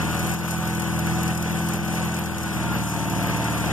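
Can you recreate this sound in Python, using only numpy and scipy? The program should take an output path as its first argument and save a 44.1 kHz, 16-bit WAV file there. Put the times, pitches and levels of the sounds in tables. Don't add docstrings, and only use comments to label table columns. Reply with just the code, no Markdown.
import sys
import numpy as np
from scipy import signal
from scipy.fft import rfft, irfft, next_fast_len
from scipy.io import wavfile
from scipy.ndimage import uniform_filter1d, map_coordinates

SR = 44100
rng = np.random.default_rng(int(sys.argv[2]) if len(sys.argv) > 2 else 0)


def master(y):
    cut = np.clip(np.atleast_2d(y).T, -1, 1)
    pcm = np.round(cut * 32767)
    wavfile.write(sys.argv[1], SR, pcm.astype(np.int16))


def to_linear_factor(level_db):
    exponent = np.asarray(level_db, float) / 20
    return 10 ** exponent


N = 164052

# time_s, turns_hz
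CRANK_SPEED = [(0.0, 38.98), (0.11, 39.98), (0.19, 40.32), (0.31, 41.49), (0.47, 41.77), (1.0, 41.2),
               (1.35, 41.66), (1.7, 41.82), (2.0, 41.82), (2.31, 41.6), (2.52, 40.34), (2.72, 39.15),
               (2.84, 38.52), (3.05, 37.65), (3.2, 37.15), (3.45, 37.8), (3.72, 39.05)]
# time_s, loudness_db, rattle_db
ENGINE_EFFORT = [(0.04, -26, -14), (0.32, -25.5, -12.5), (0.36, -29, -13), (0.42, -29, -15),
                 (0.52, -28, -9.5), (0.58, -28, -14), (1.3, -24, -16), (1.35, -27.5, -13.5),
                 (1.64, -26, -15.5), (1.73, -27.5, -13), (1.81, -28, -17), (1.95, -26, -13),
                 (2.3, -29.5, -13.5), (2.76, -25.5, -15.5), (2.86, -28.5, -11), (2.99, -28.5, -12),
                 (3.5, -26, -13.5), (3.68, -26, -14.5)]
FREE_HZ, SAG_HZ = 41.6, 4.2
MIDDLE_LOAD = 0.55

EXHAUST_PULSES = [(.009, .54, .64), (.111, .97, 1.06), (.334, .66, .62), (.589, .74, .78), (.806, .64, .78)]
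# light_db, middle_db, heavy_db
THROB_LEVELS = [(-37, -35, -32), (-31, -32, -30), (-27, -41, -44), (-5, -4.5, -6.5), (-14, -16.5, -17),
                (-6, -5, 0), (-10.5, -14, -6.5), (0, -3, -5.5), (-7, -5.5, -4.5), (-3, -4.5, 0),
                (-49, -39, -22), (-19.5, -6.5, -12), (-16.5, -40, -17), (-19.5, -23, -8.5),
                (-18, -11.5, -8), (-7, -8, -8.5), (-23, -10, -40), (-54, -24, -7), (-62, -46, -26)]
THROB_DB, THROB_WOBBLE_DB = 2.5, 1.2
COAST_ORDER, COAST_DB = 4, -3.5
GAIN_ORDER, GAIN_DB = 5, -3
FULL_CHANGE_HZ_PER_S = 4

# multiple_of_crank_speed, light_db, middle_db, heavy_db
FAN_TONES = [(18, -15, -22, -16), (19, -32, -21, -15), (36, -15, -12, -24), (54, -25, -27, -30)]
FAN_JITTER_RAD, FAN_WOBBLE_DB = 1.1, 2

# pitch_hz, width_hz, level_db
PANEL_RINGS = [(700, 80, -4.5), (887, 77, -3), (1011, 44, -1.5), (1145, 50, -2.5), (1635, 106, -3),
               (2815, 40, -11.5), (2918, 92, -14)]
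PANEL_DB, PANEL_LOAD_DB = -14.5, 5
KNOCK_JITTER_S, KNOCK_SCATTER_DB = 0.0006, 1.5

# pitch_hz, level_db
ROAR_COLOR = [(25, -55), (65, -9.5), (90, -2.5), (330, -6), (420, -4), (1500, -4.5), (2400, -7),
              (5000, -24)]
# time_s, level_db
ROAR_LEVEL = [(0, 0), (.33, 2), (.38, 0), (.6, 1), (.9, -0.5), (1.1, -1.5), (1.5, 0.5), (1.9, 0.5),
              (2.3, 0.5), (2.7, -0.5), (3.1, -1.5), (3.4, 0), (3.72, 1.5)]
ROAR_DB, ROAR_LOAD_DB, ROAR_WOBBLE_DB = -5.5, 3.5, 0.8
ROAR_PULSE_DEPTH = 0.12

# pitch_hz, level_db
HISS_COLOR = [(3000, -8.5), (5000, -5.5), (6500, -4.5), (8500, -2.5), (10500, -4.5), (12300, -9.5),
              (14200, -9.5)]
HISS_DB, HISS_PUFF_DEPTH = 3.5, 0.13
VALVE_SHARE = 0.43
PUFF_SHARPNESS, PUFF_SCATTER_DB = 1.5, 3
SPIT_PER_S, SPIT_DB = 230, -34.5
PATCH_DB = 1.5

# multiple_of_crank_speed, level_db
HOOD_SHAKES = [(21.5, -20), (23, -14), (24, -9.5), (24.5, -46)]
HOOD_HZ, HOOD_WIDTH_HZ, HOOD_DB = 902, 30, -26.5

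# pitch_hz, width_hz, gain
TIN_RINGS = [(5770, 50, 1.7), (6880, 160, 1.6), (13350, 240, 2.1)]
# time_s, peak_db
TIN_TICKS = [(0.1446, -29), (0.191, -28), (0.3363, -29), (0.4075, -38), (0.5074, -24.5), (0.6739, -27),
             (0.7487, -31), (0.7966, -27), (0.819, -26), (0.9894, -25.5), (1.0635, -35), (1.1024, -41),
             (1.2297, -25), (1.2775, -26), (1.3488, -29), (1.3743, -25.5), (1.4236, -25), (1.6077, -43),
             (1.6606, -33), (1.6856, -27), (1.734, -25), (1.7754, -42), (1.7978, -36), (1.8472, -36),
             (1.8796, -35), (1.9504, -31), (2.0562, -35), (2.1191, -31), (2.142, -28), (2.164, -29),
             (2.1866, -28), (2.2573, -36), (2.381, -27.5), (2.4314, -28.5), (2.4793, -38), (2.5456, -41),
             (2.601, -42), (2.8594, -42), (2.8943, -30), (3.097, -28), (3.2261, -35), (3.266, -44),
             (3.2974, -38), (3.4416, -27.5), (3.5184, -35)]
TICK_DB, TICK_T60_S, TICK_LOW_HZ = 6, 0.024, 4200
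# time_s, peak_db
BRACKET_CHINKS = [(0.1451, -37), (0.191, -31), (0.2264, -34), (0.3371, -35), (0.4075, -42), (0.4539, -38),
                  (0.4763, -37), (0.5072, -37), (0.6419, -39), (0.6684, -35), (0.7477, -41), (0.7961, -35),
                  (0.8375, -42), (0.8804, -41), (0.9906, -30), (1.0635, -36), (1.1024, -38), (1.1298, -37),
                  (1.1483, -37), (1.2306, -34), (1.4132, -40), (1.511, -41), (1.6077, -40), (1.6856, -33),
                  (1.734, -40), (1.7759, -39), (1.7978, -42), (1.8467, -42), (1.941, -40), (2.0547, -38),
                  (2.1879, -31), (2.2568, -39), (2.4174, -40), (2.5456, -36), (2.5716, -42), (2.601, -42),
                  (2.7227, -35), (2.7477, -31), (2.7751, -45), (2.8938, -35), (3.0964, -34), (3.1203, -39),
                  (3.2261, -30), (3.266, -35), (3.2974, -32), (3.3722, -39), (3.5184, -36), (3.5698, -43),
                  (3.5962, -41), (3.6691, -40)]
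CHINK_DB, CHINK_T60_S = 3, 0.04
CHINK_HZ, CHINK_WIDTH_HZ = 13350, 300

# pitch_hz, quarter_turns
PORT_COMB = [(1100, 0), (2140, 1), (3150, 2), (4050, 3), (5200, 4), (6300, 5), (14300, 13)]
COMB_DWELL = 0.067
# pitch_hz, level_db
LOW_SIDE_LEVEL = [(30, -5), (80, -2), (160, -9.5), (330, -6), (500, -9.5), (800, -12), (1000, -40.5)]
# pitch_hz, share
COMB_LEAK = [(1100, .003), (2140, .08), (3150, .2), (4050, .01), (5200, .2), (6300, .5), (9000, .8),
             (14000, .75)]
# pitch_hz, likeness
PORT_LIKENESS = [(100, 0.37), (1500, 0.45), (2600, .3), (3600, 0.25), (4600, 0.55), (7000, 0.55),
                 (14000, 0.65)]
# pitch_hz, level_db
LEFT_LEAN = [(80, -5), (300, 6), (700, 3), (1600, 4), (3000, 0), (5000, 0.5), (8000, 1.5), (14000, 3)]
# pitch_hz, level_db
SIDE_LEVEL = [(1000, -1.5), (1500, -5.5), (2600, 1), (3400, 1), (11000, 0.5), (14000, -2)]
TOP_HZ, TOP_SLOPE_DB_PER_KHZ = 14200, 44
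WIND_DB, WIND_HZ, WIND_GUST_DB = -41.5, 90, -3
WEAK_DB, FAINT_DB, GATE_WAVER_DB = -14.5, -65.5, 4


def unit(x):
    return x / np.sqrt(np.mean(x ** 2) + 1e-20)


def along(points, hz):
    f, v = np.transpose(points)
    return np.interp(np.log(hz + 1), np.log(f + 1), v)


def curves(rows):
    s, *columns = np.transpose(rows)
    return [np.interp(np.arange(N) / SR, s, column) for column in columns]


def wobble(rate):
    coarse = np.arange(0, N + 64, 64)
    knots = rng.standard_normal(4000)
    return np.interp(np.arange(N), coarse, map_coordinates(knots, [coarse * rate / SR]))


def filtered(x, response):
    m = next_fast_len(N + SR // 2)
    hz = np.fft.rfftfreq(m, 1 / SR)
    return irfft(rfft(x, m) * response(hz), m)[..., :N]


def rings(table, f):
    total = 0
    for k, (center, width, gain) in enumerate(table):
        total = total + (-1) ** k * gain * 1j * f * width / (center * center - f * f + 1j * f * width)
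    return total


def rush(color, edge):
    return unit(filtered(rng.standard_normal((2, N)), lambda hz: to_linear_factor(along(color, hz)) * edge(hz)))


def gate(cycle, places, sharp):
    return sum(np.exp(sharp * (np.cos(2 * np.pi * (cycle - p)) - 1)) for p in places)


def by_load(load, levels_db):
    return np.interp(load, [0, MIDDLE_LOAD, 1], levels_db)


def patchy(x, depth_db):
    z = signal.stft(x, nperseg=256)[2]
    field = rng.standard_normal(z.shape[1:])
    field = uniform_filter1d(field, size=10, axis=0)
    field = uniform_filter1d(field, size=5, axis=1)
    z = z * to_linear_factor(depth_db * unit(field))
    return unit(signal.istft(z, nperseg=256)[1][:, :N])


def bursts(events, t60):
    hits = np.zeros(N)
    for s, db in events:
        hits[round(s * SR)] = to_linear_factor(db)
    t = np.arange(SR // 10) / SR
    shape = to_linear_factor(-60 * t / t60) * (1 - np.exp(-t / 0.0025))
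    return signal.fftconvolve(hits, shape)[:N]


def throb(cycle, load):
    out = np.zeros((2, N))
    change = uniform_filter1d(np.gradient(curves(CRANK_SPEED)[0]), size=9000) * SR / FULL_CHANGE_HZ_PER_S
    for step, levels_db in enumerate(THROB_LEVELS):
        k = (step + 1) / 2
        light, heavy = sum(-np.array(sizes) * np.exp(-4j * np.pi * k * p) for p, *sizes in EXHAUST_PULSES)
        start = np.angle(light + load * (heavy - light))
        level_db = by_load(load, levels_db)
        if k == COAST_ORDER:
            level_db = level_db + COAST_DB * np.clip(-change, 0, 1)
        if k == GAIN_ORDER:
            level_db = level_db + GAIN_DB * np.clip(change, 0, 1)
        gain = to_linear_factor(level_db + THROB_WOBBLE_DB * np.array([wobble(6.026), wobble(6)]))
        drift = np.array([np.zeros(N), 3.54 * wobble(5.5)])
        out += gain * np.cos(4 * np.pi * k * cycle + start + drift)
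    return to_linear_factor(THROB_DB) * out / np.sqrt(2)


def fan(cycle, load):
    out = np.zeros((2, N))
    for k, *levels_db in FAN_TONES:
        gain = to_linear_factor(by_load(load, levels_db) + FAN_WOBBLE_DB * wobble(21.86)) * np.sqrt(2)
        jitter = FAN_JITTER_RAD * np.array([wobble(16), wobble(25)])
        out += gain * np.sin(4 * np.pi * k * cycle + jitter)
    return out


def panels(cycle, load):
    knocks = np.zeros((2, N + SR))
    for p, size, _ in EXHAUST_PULSES:
        at = np.flatnonzero(np.diff(np.floor(cycle - p)))
        luck = rng.standard_normal((len(at), 4))
        for port in range(2):
            late = (KNOCK_JITTER_S * SR * luck[:, port]).astype(int)
            knocks[port, np.abs(at + late)] = size * to_linear_factor(KNOCK_SCATTER_DB * luck[:, 2 + port])
    table = [(c, w, to_linear_factor(db)) for c, w, db in PANEL_RINGS]
    ring = filtered(knocks[:, :N], lambda f: rings(table, f))
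    return to_linear_factor(PANEL_DB + PANEL_LOAD_DB * load) * unit(ring)


def roar(cycle, load):
    pulses = gate(cycle, [p for p, *_ in EXHAUST_PULSES], 23)
    swell = 1 - ROAR_PULSE_DEPTH + 2 * ROAR_PULSE_DEPTH * pulses
    level_db = ROAR_DB + ROAR_LOAD_DB * load + curves(ROAR_LEVEL)[0] + ROAR_WOBBLE_DB * wobble(20)
    return to_linear_factor(level_db) * unit(swell * rush(ROAR_COLOR, lambda hz: hz < 6500))


def hiss(cycle):
    puff = gate(2 * cycle, [2 * VALVE_SHARE], PUFF_SHARPNESS) * to_linear_factor(PUFF_SCATTER_DB * wobble(45))
    puff = 1 - HISS_PUFF_DEPTH + 2 * HISS_PUFF_DEPTH * puff
    spits = (rng.random(N) < SPIT_PER_S / SR) * to_linear_factor(SPIT_DB + 6.7 * rng.exponential(size=N))
    spits = signal.lfilter([1], [1, -0.97], spits)
    noise = rush(HISS_COLOR, lambda hz: (hz > 2500) * np.abs(1 + np.abs(rings(TIN_RINGS, hz))))
    return to_linear_factor(HISS_DB + 0.57 * wobble(8.12)) * patchy((puff + spits) * noise, PATCH_DB)


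def hood(cycle):
    shake = np.zeros(N)
    for k, db in HOOD_SHAKES:
        gain = to_linear_factor(db + 0.53 * wobble(8.88)) * np.sqrt(2)
        shake += gain * np.sin(4 * np.pi * k * cycle + 0.4 * wobble(5.6))
    return filtered(shake, lambda f: rings([(HOOD_HZ, HOOD_WIDTH_HZ, 1)], f) ** 2)


def ticks():
    tin = rush(HISS_COLOR, lambda hz: (hz > TICK_LOW_HZ) * (1 + np.abs(rings(TIN_RINGS, hz))))
    tin = patchy(tin, 0.5 * PATCH_DB)
    noise = rng.standard_normal((2, N))
    bracket = unit(filtered(noise, lambda f: rings([(CHINK_HZ, CHINK_WIDTH_HZ, 1)], f)))
    slaps = to_linear_factor(TICK_DB) * bursts(TIN_TICKS, TICK_T60_S) * tin
    return slaps + to_linear_factor(CHINK_DB) * bursts(BRACKET_CHINKS, CHINK_T60_S) * bracket


def wind():
    def color(hz):
        return hz / (30 + hz) / (1 + (hz / WIND_HZ) ** 2) / (1 + (hz / 450) ** 6)
    puffs = unit(filtered(rng.standard_normal(N), color))
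    return to_linear_factor(WIND_DB + WIND_GUST_DB * wobble(7)) * puffs


def scene():
    speed = curves(CRANK_SPEED)[0]
    cycle = np.cumsum(speed) / SR / 2
    load = np.clip((FREE_HZ - speed) / SAG_HZ, 0, 1)
    loud_db, rattle_db = curves(ENGINE_EFFORT)
    body = throb(cycle, load) + fan(cycle, load) + panels(cycle, load) + roar(cycle, load)
    engine = to_linear_factor(loud_db) * (body + to_linear_factor(rattle_db) * hiss(cycle))
    return engine + to_linear_factor(HOOD_DB) * hood(cycle) + ticks()


def port_matrix(hz):
    turn = np.interp(hz, *np.transpose(PORT_COMB)) * np.pi / 2
    turn = turn - np.clip(COMB_DWELL, 0, 1) * np.sin(4 * turn) / 4
    turn = np.where(hz < PORT_COMB[0][0], -np.arctan(to_linear_factor(along(LOW_SIDE_LEVEL, hz))), turn)
    leak = np.clip(along(COMB_LEAK, hz), 0, 1)
    alike = np.clip(along(PORT_LIKENESS, hz), 0, 1)
    lean = np.clip(along(LEFT_LEAN, hz) / 8, -0.7, 0.7)
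    apart = np.sqrt(np.clip(1 - alike ** 2 - lean ** 2, 0, 1))
    keep = to_linear_factor(-TOP_SLOPE_DB_PER_KHZ * np.clip(hz - TOP_HZ, 0, None) / 1000) / np.sqrt(1 + leak ** 2)
    cos, sin = np.cos(turn), np.sin(turn)
    first_side = 1j * alike * sin + lean * np.abs(sin) * np.sign(cos)
    second_side = apart * sin + 1j * leak * cos
    return keep * np.array([cos, first_side, leak * sin, second_side])


def stereo_gate(mid, side):
    z = signal.stft(np.array([mid, side]), nperseg=2048)[2]
    power = (np.abs(z[:, :1024]) ** 2).reshape(2, 128, 8, -1).sum(axis=2)
    waver_db = GATE_WAVER_DB * unit(uniform_filter1d(rng.standard_normal(power.shape), size=3, axis=2))
    strong = power > power[::-1] * to_linear_factor(2 * (WEAK_DB + waver_db))
    audible = power > to_linear_factor(2 * (FAINT_DB + waver_db))
    z[:, :1024] *= np.repeat(strong & audible, repeats=8, axis=1)
    return signal.istft(z, nperseg=2048)[1][:, :N]


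def low_pass(x):
    return signal.sosfilt(signal.butter(12, 15150, fs=SR, output="sos"), x)


def record(dry):
    first_mid, first_side, second_mid, second_side = filtered(dry[[0, 0, 1, 1]], port_matrix)
    side = filtered(first_side + second_side, lambda hz: to_linear_factor(along(SIDE_LEVEL, hz)))
    mid, side = stereo_gate(first_mid + second_mid, side + wind())
    return low_pass(np.array([mid + side, mid - side]))


dry = scene()
out = record(dry)
master(out)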